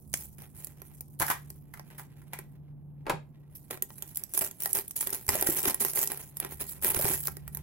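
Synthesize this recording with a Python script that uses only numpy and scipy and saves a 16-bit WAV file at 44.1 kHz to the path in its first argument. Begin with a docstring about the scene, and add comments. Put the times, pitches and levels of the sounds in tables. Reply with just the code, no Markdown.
"""Thin film wrapped round a small plastic case, slit by a knife, then picked and peeled by fingers, close by.
Film: buckle noise, cracking facets and treble fold resonances, with taps on the hollow case underneath.
The blade slips off and the case clatters (ringing bursts); the knife is laid on the table (low-passed bursts).
Damped sines give the low thumps; the quiet room adds diffuse reflections, low noise and a hum."""
import sys
import numpy as np
from scipy import signal
from scipy.fft import rfft, irfft
from scipy.io import wavfile
from scipy.ndimage import uniform_filter1d

SR = 44100
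rng = np.random.default_rng(int(sys.argv[2]) if len(sys.argv) > 2 else 0)


def generate_wav(signal):
    """Clip the signal to [-1, 1] and save it as 16-bit WAV at the path in sys.argv[1]."""
    frames = np.transpose(np.atleast_2d(signal))
    scaled = np.clip(frames, -1, 1) * 32767
    pcm = np.round(scaled).astype(np.int16)
    wavfile.write(sys.argv[1], SR, pcm)


N = 336042


def from_db(db):
    """Decibels to amplitude gain."""
    return 10 ** (np.asarray(db) / 20)


def rms_one(x):
    """Scale to rms 1."""
    return x / np.sqrt(np.mean(x ** 2) + 1e-20)


def at_hz(points, hz):
    """Interpolate a table along a log-frequency axis."""
    table_hz, values = np.transpose(points)
    return np.interp(np.log(np.maximum(hz, 1)), np.log(table_hz), values)


def convolve(x, response):
    """Play a stereo signal through an impulse response."""
    return signal.fftconvolve(x, np.atleast_2d(response), axes=1)[:, :N]


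def colour(x, spectrum, size=4096):
    """Causal (minimum-phase) filter that keeps the power of white noise."""
    gain = from_db(at_hz(spectrum, np.fft.rfftfreq(size, 1 / SR)))
    cepstrum = irfft(np.log(gain))
    # fold the cepstrum onto positive time
    cepstrum[1:size // 2] *= 2
    cepstrum[size // 2 + 1:] = 0
    response = irfft(np.exp(rfft(cepstrum)))[:size // 2]
    return convolve(x, response / np.linalg.norm(response))


def resonate(x, hz, width_hz):
    """Two-pole resonance, peak gain 1."""
    r = np.exp(-np.pi * width_hz / SR)
    zeros = np.array([1, 0, -1]) * (1 - r * r) / 2
    poles = [1, -2 * r * np.cos(2 * np.pi * hz / SR), r * r]
    return signal.lfilter(zeros, poles, x + 1e-18)


def resonate_twice(x, hz, width_hz):
    """Two equal resonances in series, for steeper skirts."""
    return resonate(resonate(x, hz, width_hz), hz, width_hz)


def stereo_noise(alike, size=N):
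    """White noise whose two channels correlate by alike."""
    alike = np.clip(alike, 0, 1)
    mid, side = rng.standard_normal((2, size))
    sides = np.sqrt(1 - alike) * side * [[1], [-1]]
    return (np.sqrt(1 + alike) * mid + sides) / np.sqrt(2)


def flicker(per_s, spread_db):
    """Gain of rms 1 that glides to a new random value per_s times a second."""
    steps_db = spread_db * np.clip(rng.standard_normal(int(per_s * N / SR)), -2.5, 1.3)
    return rms_one(np.interp(np.arange(N), np.linspace(0, N, len(steps_db)), from_db(steps_db)))


def bursts(rows, alike, size=6000):
    """Each contact (t/s, level/dB, T60/s[, wall f/Hz]) shakes dense modes; a wall resonance is favoured."""
    out, age_s = np.zeros((2, N + size)), np.arange(size) / SR
    for s, db, t60_s, *wall_hz in rows:
        fade = from_db(-60 * age_s / t60_s) * np.minimum(age_s / .0004, 1)
        burst = stereo_noise(alike, size=size) * fade
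        burst = burst + sum(from_db(5) * resonate(burst, hz, 450) for hz in wall_hz)
        at = max(int(s * SR), 0)
        out[:, at:at + size] += from_db(db) * rms_one(burst) * np.sqrt(np.mean(fade ** 2))
    return out[:, :N]


# resonances of the table and the corner above it: f/Hz, width/Hz, relative level/dB
TABLE_MODES = [(390.2, 30, 3), (480, 9.9, -2.5), (590, 40, -4), (731, 14, -2), (800, 16, 3), (886, 33, 0.5),
               (1028, 41, -3.5), (1355, 18, -7.5), (1598, 16, -3.5), (1905, 24, -1.5), (2380, 60, -7)]


def hollow(x, modes_db, size=12000):
    """The table and its corner ring along with a sound; the power is kept."""
    click = signal.unit_impulse(size)
    ring = sum(from_db(db) * resonate(click, hz, width_hz) for hz, width_hz, db in TABLE_MODES)
    sound = convolve(x, click + from_db(modes_db) * ring)
    return sound * np.std(x) / np.std(sound)


# room noise colour: f/Hz, relative density/dB
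AIR_COLOUR = [(25, -18), (60, -6), (130, -5), (280, -13), (520, -26.5), (860, -30.5), (1300, -42),
              (4500, -86), (13000, -56.5)]
# weaker hum lines: f/Hz, half the width of each of two passes/Hz, relative level/dB
LOW_HUM_LINES = [(71.7, 4, -8), (99.6, 6.3, -18.5), (204, 2.7, -16.5)]
# swell of the weaker lines: t/s, relative level/dB
LOW_HUM_SWELL = [(0.3, -48.5), (1.6, -55), (3.0, -67), (5.8, -68), (6.5, -50), (7.3, -41)]
# swell of the main hum line: t/s, relative level/dB
HUM_SWELL = [(0.1, -58), (1.1, -55.5), (1.4, -52), (2.15, -55), (2.8, -48), (3.4, -55), (4.5, -66),
             (5.6, -61), (6.5, -55.5), (7.3, -50)]
AIR_DB, AIR_SHARE_OF_SWELL = -55.5, 0.097   # before the left/right balance; share of the hum's dB swing


def background():
    """Low noise and a wavering hum, its tone lagging on the right; the noise partly swells with it."""
    t, hum_hz = np.arange(N) / SR, 145.3
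    swell_db = np.interp(t, *np.transpose(HUM_SWELL))
    air_db = AIR_DB + AIR_SHARE_OF_SWELL * (swell_db - swell_db.mean())
    air = from_db(air_db) * colour(stereo_noise(.55), AIR_COLOUR)
    lines = 0
    for hz, half_width_hz, db in LOW_HUM_LINES:
        lines = lines + from_db(db) * rms_one(resonate_twice(stereo_noise(.5), hz, 2 * half_width_hz))
    low_swell = from_db(np.interp(t, *np.transpose(LOW_HUM_SWELL)))
    # narrow noise on the steady sine makes the hum waver
    waver = rms_one(resonate_twice(stereo_noise(1.0), hum_hz, 32))
    lag_rad = [[0], [.7]]
    tone = np.sin(2 * np.pi * hum_hz * t - lag_rad) + .3 * waver
    return (air + low_swell * lines) * from_db([[-3.5], [2.4]]) + from_db(swell_db + 4.0) * tone


# a facet cracks, then flutters; its own colour varies by FACET_COLOUR_DB (standard deviation)
CRACK_T60_S, FLUTTER_T60_S, FLUTTER_DB, FACET_COLOUR_DB = .009, .04, -14, 5


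def facet(size=1300):
    """One buckling facet: dry crack, faint flutter, broad peaks and dips of its own; rms 1 over 5 ms."""
    age_s = np.arange(size) / SR
    crack = from_db(-60 * age_s / CRACK_T60_S)
    flutter = from_db(FLUTTER_DB - 60 * age_s / FLUTTER_T60_S)
    fade = (crack + flutter) * np.minimum(age_s / .0005, 1)
    own_colour = np.transpose([np.linspace(1500, 16000, 30), FACET_COLOUR_DB * rng.standard_normal(30)])
    sound = colour(stereo_noise(0.1, size=size) * fade, own_colour, size=512)
    sound = sound * from_db(rng.normal(0, 1.5, (2, 1)))   # random balance
    return sound / np.sqrt(np.mean(sound[:, :SR // 200] ** 2))


def facets(rows):
    """Play one new facet for each (t/s, level/dB)."""
    out = np.zeros((2, N + SR))
    for s, db in rows:
        at, sound = max(int(s * SR), 0), facet()
        out[:, at:at + sound.shape[1]] += from_db(db) * sound
    return out[:, :N]


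# film colour: f/Hz, relative density/dB
FILM_COLOUR = [(1500, -24), (3500, -17), (5500, -12), (8000, -8), (10500, -6), (13000, -4.5), (15800, -3)]
# colour of the tap under a snap: f/Hz, relative density/dB
SNAP_BODY_COLOUR = [(100, -36.5), (350, 1), (900, -5.5), (2000, -2.5), (3200, -13), (6000, -9.5),
                    (12000, -76)]


def buckles(rows):
    """Each buckle (t/s, tick/dB, relative body/dB) gives a sharp film tick and a tap on the case."""
    tick = facets([(s, tick_db) for s, tick_db, body_db in rows])
    tap = bursts([(s, body_db + 8.5, .016) for s, tick_db, body_db in rows], alike=0.28)
    return colour(tick, FILM_COLOUR) + hollow(colour(tap, SNAP_BODY_COLOUR), modes_db=9.5)


FACETS_PER_S, FACET_SPREAD_DB = 75, 4.5
FACET_DB, FACET_TAP_DB = -2.5, -10   # relative to the film and case drive


def small_snaps(film_gain, case_gain):
    """Strain lets go at uneven intervals: rows (t/s, tick/dB, body/dB) that follow the strokes."""
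    count = int(FACETS_PER_S * N / SR)
    at = ((np.arange(count) + rng.random(count)) * (N - 1) / count).astype(int)
    size_db = FACET_SPREAD_DB * np.clip(rng.standard_normal(count), -2, 1.2)
    tick_db = 20 * np.log10(film_gain[at]) + FACET_DB + size_db
    body_db = 20 * np.log10(case_gain[at]) + FACET_TAP_DB + size_db
    return np.transpose([at / SR, tick_db, body_db])


def creases(per_s, spread_db, t60_s):
    """Envelope, of rms 1, of countless tiny buckles: most faint, a few strong."""
    sizes = from_db(spread_db * np.minimum(rng.exponential(1, N), 3))
    energy = (rng.random(N) < per_s / SR) * sizes ** 2
    keep = from_db(-120 / (t60_s * SR))   # amplitude squared, hence twice 60 dB
    energy = uniform_filter1d(energy, size=24) + 1e-9
    return rms_one(np.sqrt(signal.lfilter([1], [1, -keep], energy)))


def shifting_folds(drive):
    """Film folds resonate across the treble, each flickering on its own, so the colour keeps changing."""
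    shakes = [stereo_noise(0.055) * drive for _ in range(3)]
    folds = 0
    for k, hz in enumerate(np.linspace(2400, 15600, 16)):
        folds = folds + resonate(shakes[k % 3], hz, 480) * flicker(40, 6)
    return folds * np.std(drive) / np.std(folds)


ATTACK_S = 0.0077


def effort(strokes, grip_s, grip_db, settle_db_per_s):
    """Gain of strokes (t/s, length/s, dB, swell/dB): attack, sloping hold, release, over grip slips."""
    t = np.arange(N) / SR
    slips = flicker(22, 5)
    power = (from_db(np.interp(t, grip_s, grip_db)) * slips) ** 2
    age_s = t[:SR]
    for s, length_s, db, swell_db in strokes:
        hold_db = swell_db * np.minimum(age_s / length_s, 1)
        release_db = settle_db_per_s * np.maximum(age_s - length_s, 0)
        gain = np.minimum(age_s / ATTACK_S, 1) * from_db(db + hold_db - release_db)
        at = max(int(s * SR), 0)
        power[at:at + SR] += gain[:N - at] ** 2
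    return np.sqrt(power)


# scrapes, rubs and pulls: t/s, length/s, film drive/dB, case drive/dB, gain from start to end/dB
STROKES = [(0.146, 0.093, -44, -54, -5), (0.378, 0.068, -60.5, -56, 3), (0.545, 0.13, -54, -58.5, -4),
           (1.189, 0.13, -41, -72.5, 0), (1.975, 0.01, -49, -57, 1), (2.321, 0.05, -59.5, -46, -10),
           (3.546, 0.013, -50.5, -76, -0.5), (3.701, 0.011, -40, -35.5, -4),
           (4.143, 0.0096, -35.5, -72, -3.5), (4.336, 0.053, -39, -47, 1), (4.4, 0.024, -29.5, -33, -3),
           (4.591, 0.094, -46, -53.5, 7.5), (4.738, 0.04, -37, -41.5, 1.5), (4.955, 0.016, -33, -46, -1),
           (5.001, 0.0074, -27, -41, -5.5), (5.063, 0.0096, -36, -35.5, -4), (5.123, 0.012, -32, -37.5, 1),
           (5.282, 0.28, -33, -32, -10.5), (5.463, 0.07, -32.5, -39.5, -1.5), (5.553, 0.039, -40.5, -45, 7),
           (5.633, 0.05, -36, -36.5, 6), (5.796, 0.1, -34, -40.5, -1.5), (5.944, 0.095, -31.5, -37, -2.5),
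           (6.095, 0.028, -37, -35, -3.5), (6.189, 0.054, -41.5, -44.5, -10.5),
           (6.405, 0.067, -53, -40, -8), (6.485, 0.046, -49.5, -51.5, 2.5), (6.592, 0.019, -45, -47, 9),
           (6.663, 0.066, -41, -56, -7), (6.819, 0.1, -30.5, -33, -4), (6.955, 0.19, -31.5, -34, -3),
           (7.151, 0.094, -44, -81, 4.5), (7.247, 0.0085, -40.5, -53.5, 1.5)]
# faint rustle of the fingers' grip: t/s, film drive/dB, case drive/dB
GRIP = [(0.08, -64.5, -86), (0.8, -63.5, -60.5), (1.15, -68.5, -80.5), (1.5, -64.5, -65),
        (1.68, -75.5, -74), (1.92, -70, -58.5), (2.1, -79, -65), (2.5, -72, -64), (2.62, -96.5, -78.5),
        (3.35, -86, -72), (3.75, -64.5, -76), (4.1, -58.5, -60.5), (4.85, -57, -63), (7.6, -65.5, -59.5)]
# case colour: f/Hz, relative density/dB
CASE_COLOUR = [(80, -4), (230, 0.5), (420, -3), (600, -5), (1200, -7), (2000, -5), (3000, -7.5),
               (8000, -26.5)]
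FILM_SETTLE_DB_PER_S, CASE_SETTLE_DB_PER_S = 317.5, 302
GRAIN_DB, CASE_GRAIN_DB = 0.5, -4.5   # relative to the drives


def crinkle():
    """Tiny buckles and larger facets run through the moving film; the case gives a hollow underside."""
    s, length_s, film_db, case_db, swell_db = np.transpose(STROKES)
    grip_s, grip_film_db, grip_case_db = np.transpose(GRIP)
    film_strokes = zip(s, length_s, film_db, swell_db)
    case_strokes = zip(s, length_s, case_db, swell_db)
    film_gain = effort(film_strokes, grip_s, grip_film_db, FILM_SETTLE_DB_PER_S)
    case_gain = effort(case_strokes, grip_s, grip_case_db, CASE_SETTLE_DB_PER_S)
    # the film sticks and gives way, so the buckles clump
    grains = creases(per_s=1000, spread_db=3.2, t60_s=.008) * flicker(80, 3.5)
    fine = shifting_folds(grains * film_gain * from_db(GRAIN_DB))
    case = colour(grains * case_gain * from_db(CASE_GRAIN_DB) * stereo_noise(0.82), CASE_COLOUR)
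    # the shifting grip varies how well the film drives the case
    case = hollow(case, modes_db=3) * flicker(33, 1.5)
    return colour(fine, FILM_COLOUR) + case + buckles(small_snaps(film_gain, case_gain))


# single distinct buckles, faint to loud: t/s, bright tick level/dB, relative hollow body level/dB
SNAPS = [(0.1304, -39, -65.5), (0.383, -51, -61), (0.42, -45.5, -53), (0.6455, -37, -77),
         (0.6699, -41, -54.5), (0.818, -43, -48.5), (1.0075, -37.5, -55), (1.199, -26, -38),
         (1.5023, -40, -52.5), (1.7954, -47.5, -42.5), (2.3882, -40, -45), (3.7082, -45.5, -38.5),
         (3.7734, -47, -46), (3.8229, -25.5, -43.5), (3.9036, -52, -44.5), (3.9818, -43.5, -56),
         (4.0228, -32, -48), (4.1572, -39, -62.5), (4.1712, -26, -72), (4.2363, -32.5, -65),
         (4.3366, -31, -48), (4.3757, -23.5, -36.5), (4.391, -25, -47), (4.412, -41, -44.5),
         (4.4225, -35, -36.5), (4.4455, -27, -45.5), (4.5114, -38, -70), (4.6032, -31.5, -58),
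         (4.6207, -27.5, -46.5), (4.634, -25, -59), (4.6577, -26, -30.5), (4.7304, -23.5, -54),
         (4.7499, -26.5, -43.5), (4.7698, -31, -40), (4.787, -27.5, -37), (4.8794, -39, -72),
         (4.9087, -34, -73), (4.9643, -31.5, -75), (5.009, -26, -40), (5.0716, -30, -39.5),
         (5.1035, -33, -69), (5.1304, -33.5, -58), (5.2655, -41, -54.5), (5.2797, -32, -48.5),
         (5.2902, -18, -25), (5.3538, -23, -35.5), (5.411, -25, -47), (5.4245, -27, -30),
         (5.4712, -25, -30), (5.5722, -29.5, -43.5), (5.6025, -31, -55.5), (5.6291, -24.5, -45.5),
         (5.655, -25.5, -25.5), (5.677, -40, -31.5), (5.7441, -26.5, -38.5), (5.8486, -24, -30.5),
         (5.9338, -30.5, -43), (5.9735, -29, -30), (6.029, -26.5, -36), (6.0737, -24.5, -46),
         (6.1174, -29.5, -38), (6.1737, -37, -51.5), (6.369, -34.5, -53.5), (6.4001, -25.5, -40.5),
         (6.448, -36, -36.5), (6.6176, -41.5, -55.5), (6.8155, -46, -71), (6.8453, -24.5, -30),
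         (6.946, -27, -31.5), (6.9665, -44, -30.5), (7.0445, -30, -35), (7.053, -34, -27),
         (7.0887, -29.5, -44), (7.1401, -33, -38), (7.2715, -24.5, -44.5), (7.281, -31.5, -34),
         (7.3684, -43, -45), (7.4779, -36, -46.5), (7.5483, -34, -48), (7.571, -38, -47)]


def single_snaps():
    """Single distinct buckles of the film, faint to loud, each tapping the case."""
    return buckles(SNAPS)


# dry cracks as the point pierces the film: t/s, level/dB, T60/s
CRACKS = [(0.1391, -16.5, 0.014)]
# crack colour: f/Hz, relative density/dB
CRACK_COLOUR = [(500, -2), (2400, 2.5), (4000, -10), (6000, 3.5), (14000, -3)]


def cracks():
    """Taut plastic gives way with one dry, full-range crack."""
    return colour(bursts(CRACKS, alike=0.39), CRACK_COLOUR)


# low thumps and knocks: blade piercing, case jolted or tugged, table booming under the knife:
# t/s, relative level/dB, f/Hz, T60/s
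THUMPS = [(0.14, -27, 204, 0.012), (1.201, -29.5, 146, 0.065), (3.135, -30, 150, 0.11),
          (4.418, -33, 630, 0.054), (5.286, -27, 81, 0.11), (5.352, -23, 620, 0.038),
          (5.424, -24.5, 393, 0.06), (5.4896, -16.5, 349, 0.027), (5.674, -27, 262, 0.047),
          (6.966, -28, 82, 0.11), (6.974, -29, 374, 0.039), (6.994, -25.5, 600, 0.048),
          (7.045, -20.5, 129, 0.03), (7.105, -28, 382, 0.076)]


def thumps():
    """Each low thump or knock is a damped sine, stronger on the right."""
    out, age_s = np.zeros(N + SR), np.arange(SR) / SR
    for s, db, hz, t60_s in THUMPS:
        at = int(s * SR)
        out[at:at + SR] += from_db(db - 60 * age_s / t60_s) * np.sin(2 * np.pi * hz * age_s)
    return out[:N] * from_db([[-2], [1.5]])


# the blade slides on after piercing: t/s, relative level/dB, T60/s
SLIT = [(0.143, -36, 0.12)]
SLIT_HZ, SLIT_PASS_WIDTH_HZ = 7000, 3500


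def blade_slit():
    """The steel edge hisses through the film: a fading noise burst in one treble band."""
    hiss = resonate_twice(bursts(SLIT, alike=0.09, size=12000), SLIT_HZ, SLIT_PASS_WIDTH_HZ)
    return hiss * np.sqrt(SR / 2 / SLIT_PASS_WIDTH_HZ)   # make up for the narrow band


# case and contents clattering or tapping: t/s, relative level/dB, T60/s, wall f/Hz
CLATTERS = [(1.2055, -20.5, 0.028, 300), (1.214, -22.5, 0.048, 900), (1.2195, -19.5, 0.046, 1720),
            (1.226, -19, 0.021, 825), (1.281, -26, 0.047, 1680), (1.3005, -17.5, 0.043, 1170),
            (1.311, -23, 0.056, 1500), (1.738, -35.5, 0.033, 1830), (1.773, -42.5, 0.023, 856),
            (1.902, -46, 0.029, 1880), (1.983, -41.5, 0.055, 1950), (1.995, -37, 0.032, 870),
            (2.217, -51, 0.024, 1940), (2.271, -57, 0.014, 1990), (2.333, -27.5, 0.037, 2250),
            (2.388, -41, 0.057, 2320), (5.0275, -21, .007, 1100), (5.684, -28.5, 0.034, 1400)]
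# clatter colour: f/Hz, relative density/dB
CLATTER_COLOUR = [(120, -2.5), (520, -6.5), (820, -1), (1700, -1), (2050, -1.5), (2600, -9), (5000, -12.5),
                  (15000, -10)]


def clatter():
    """The jolted case's contents rattle on the walls, each hit exciting its own wall resonance."""
    rattle = colour(bursts(CLATTERS, alike=0.31), CLATTER_COLOUR)
    return from_db(-3.5) * hollow(rattle, modes_db=-4)


# the knife laid on the table: t/s, level before low-pass/dB, contact low-pass f/Hz
KNOCKS = [(3.056, -45, 1210), (3.066, -24.5, 1630), (3.081, -28.5, 1170), (3.096, -18, 7100),
          (3.1, -20, 3100), (3.121, -26.5, 1180)]
# table colour: f/Hz, relative density/dB
TABLE_COLOUR = [(100, 1), (280, 0.5), (480, 5), (1300, 1), (2100, -0.5), (3500, -9.5), (7000, -15),
                (15000, -11.5)]


def knife_on_table():
    """Handle and blade touch down in turn; softer contacts are duller, and the table top rings on."""
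    out = 0
    for s, db, soft_hz in KNOCKS:
        low_pass = signal.butter(1, min(soft_hz, SR / 2.2), fs=SR)
        knock = bursts([(s, db, .045)], alike=0.57)
        out = out + signal.lfilter(*low_pass, knock + 1e-18)
    return hollow(colour(out, TABLE_COLOUR), modes_db=4)


# room decay: f/Hz, T60/s
ROOM_T60 = [(200, 0.24), (1000, 0.22), (5000, 0.25), (15000, 0.11)]


def room(x, wet_db, size=20000):
    """Diffuse reflections that start 4 ms late, with a decay time for each band."""
    age_s, edges_hz, tail = np.arange(size) / SR, np.geomspace(70, 18000, 9), 0
    for low_hz, high_hz in zip(edges_hz, edges_hz[1:]):
        band_pass = signal.butter(2, [low_hz, high_hz], "band", fs=SR, output="sos")
        band = signal.sosfilt(band_pass, stereo_noise(0.15, size=size))
        t60_s = at_hz(ROOM_T60, np.sqrt(low_hz * high_hz))
        tail = tail + band * from_db(-60 * age_s / t60_s)
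    tail = rms_one(tail * (age_s > .004)) / np.sqrt(size)
    return x + from_db(wet_db) * convolve(x, tail)


def scene():
    """The film is close, louder and 4 samples earlier on the right; the knocks stir the room more."""
    film = crinkle() + single_snaps() + blade_slit() + cracks()
    left, right = film * from_db([[-1.2], [.8]])
    late_left = np.pad(left, (4, 0))[:N]
    film = room(np.array([late_left, right]), wet_db=-15)
    knocks = room(clatter() + knife_on_table() + thumps(), wet_db=-7)
    return film + knocks + background()


# microphone port resonances, left then right: f/Hz, width/Hz, level added to the direct sound/dB
PORTS = [(12950, 5600, -0.5), (11170, 1800, 8)]
CUTOFF_HZ = 15900


def record(dry):
    """Each microphone port lifts its own part of the treble; a steep low-pass cuts the top."""
    heard = []
    for x, (hz, width_hz, db) in zip(dry, PORTS):
        heard.append(x + from_db(db) * resonate(x, hz, width_hz))
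    low_pass = signal.ellip(10, .3, 70, CUTOFF_HZ, fs=SR, output="sos")
    return signal.sosfilt(low_pass, np.array(heard))


dry = scene()
out = record(dry)
generate_wav(out)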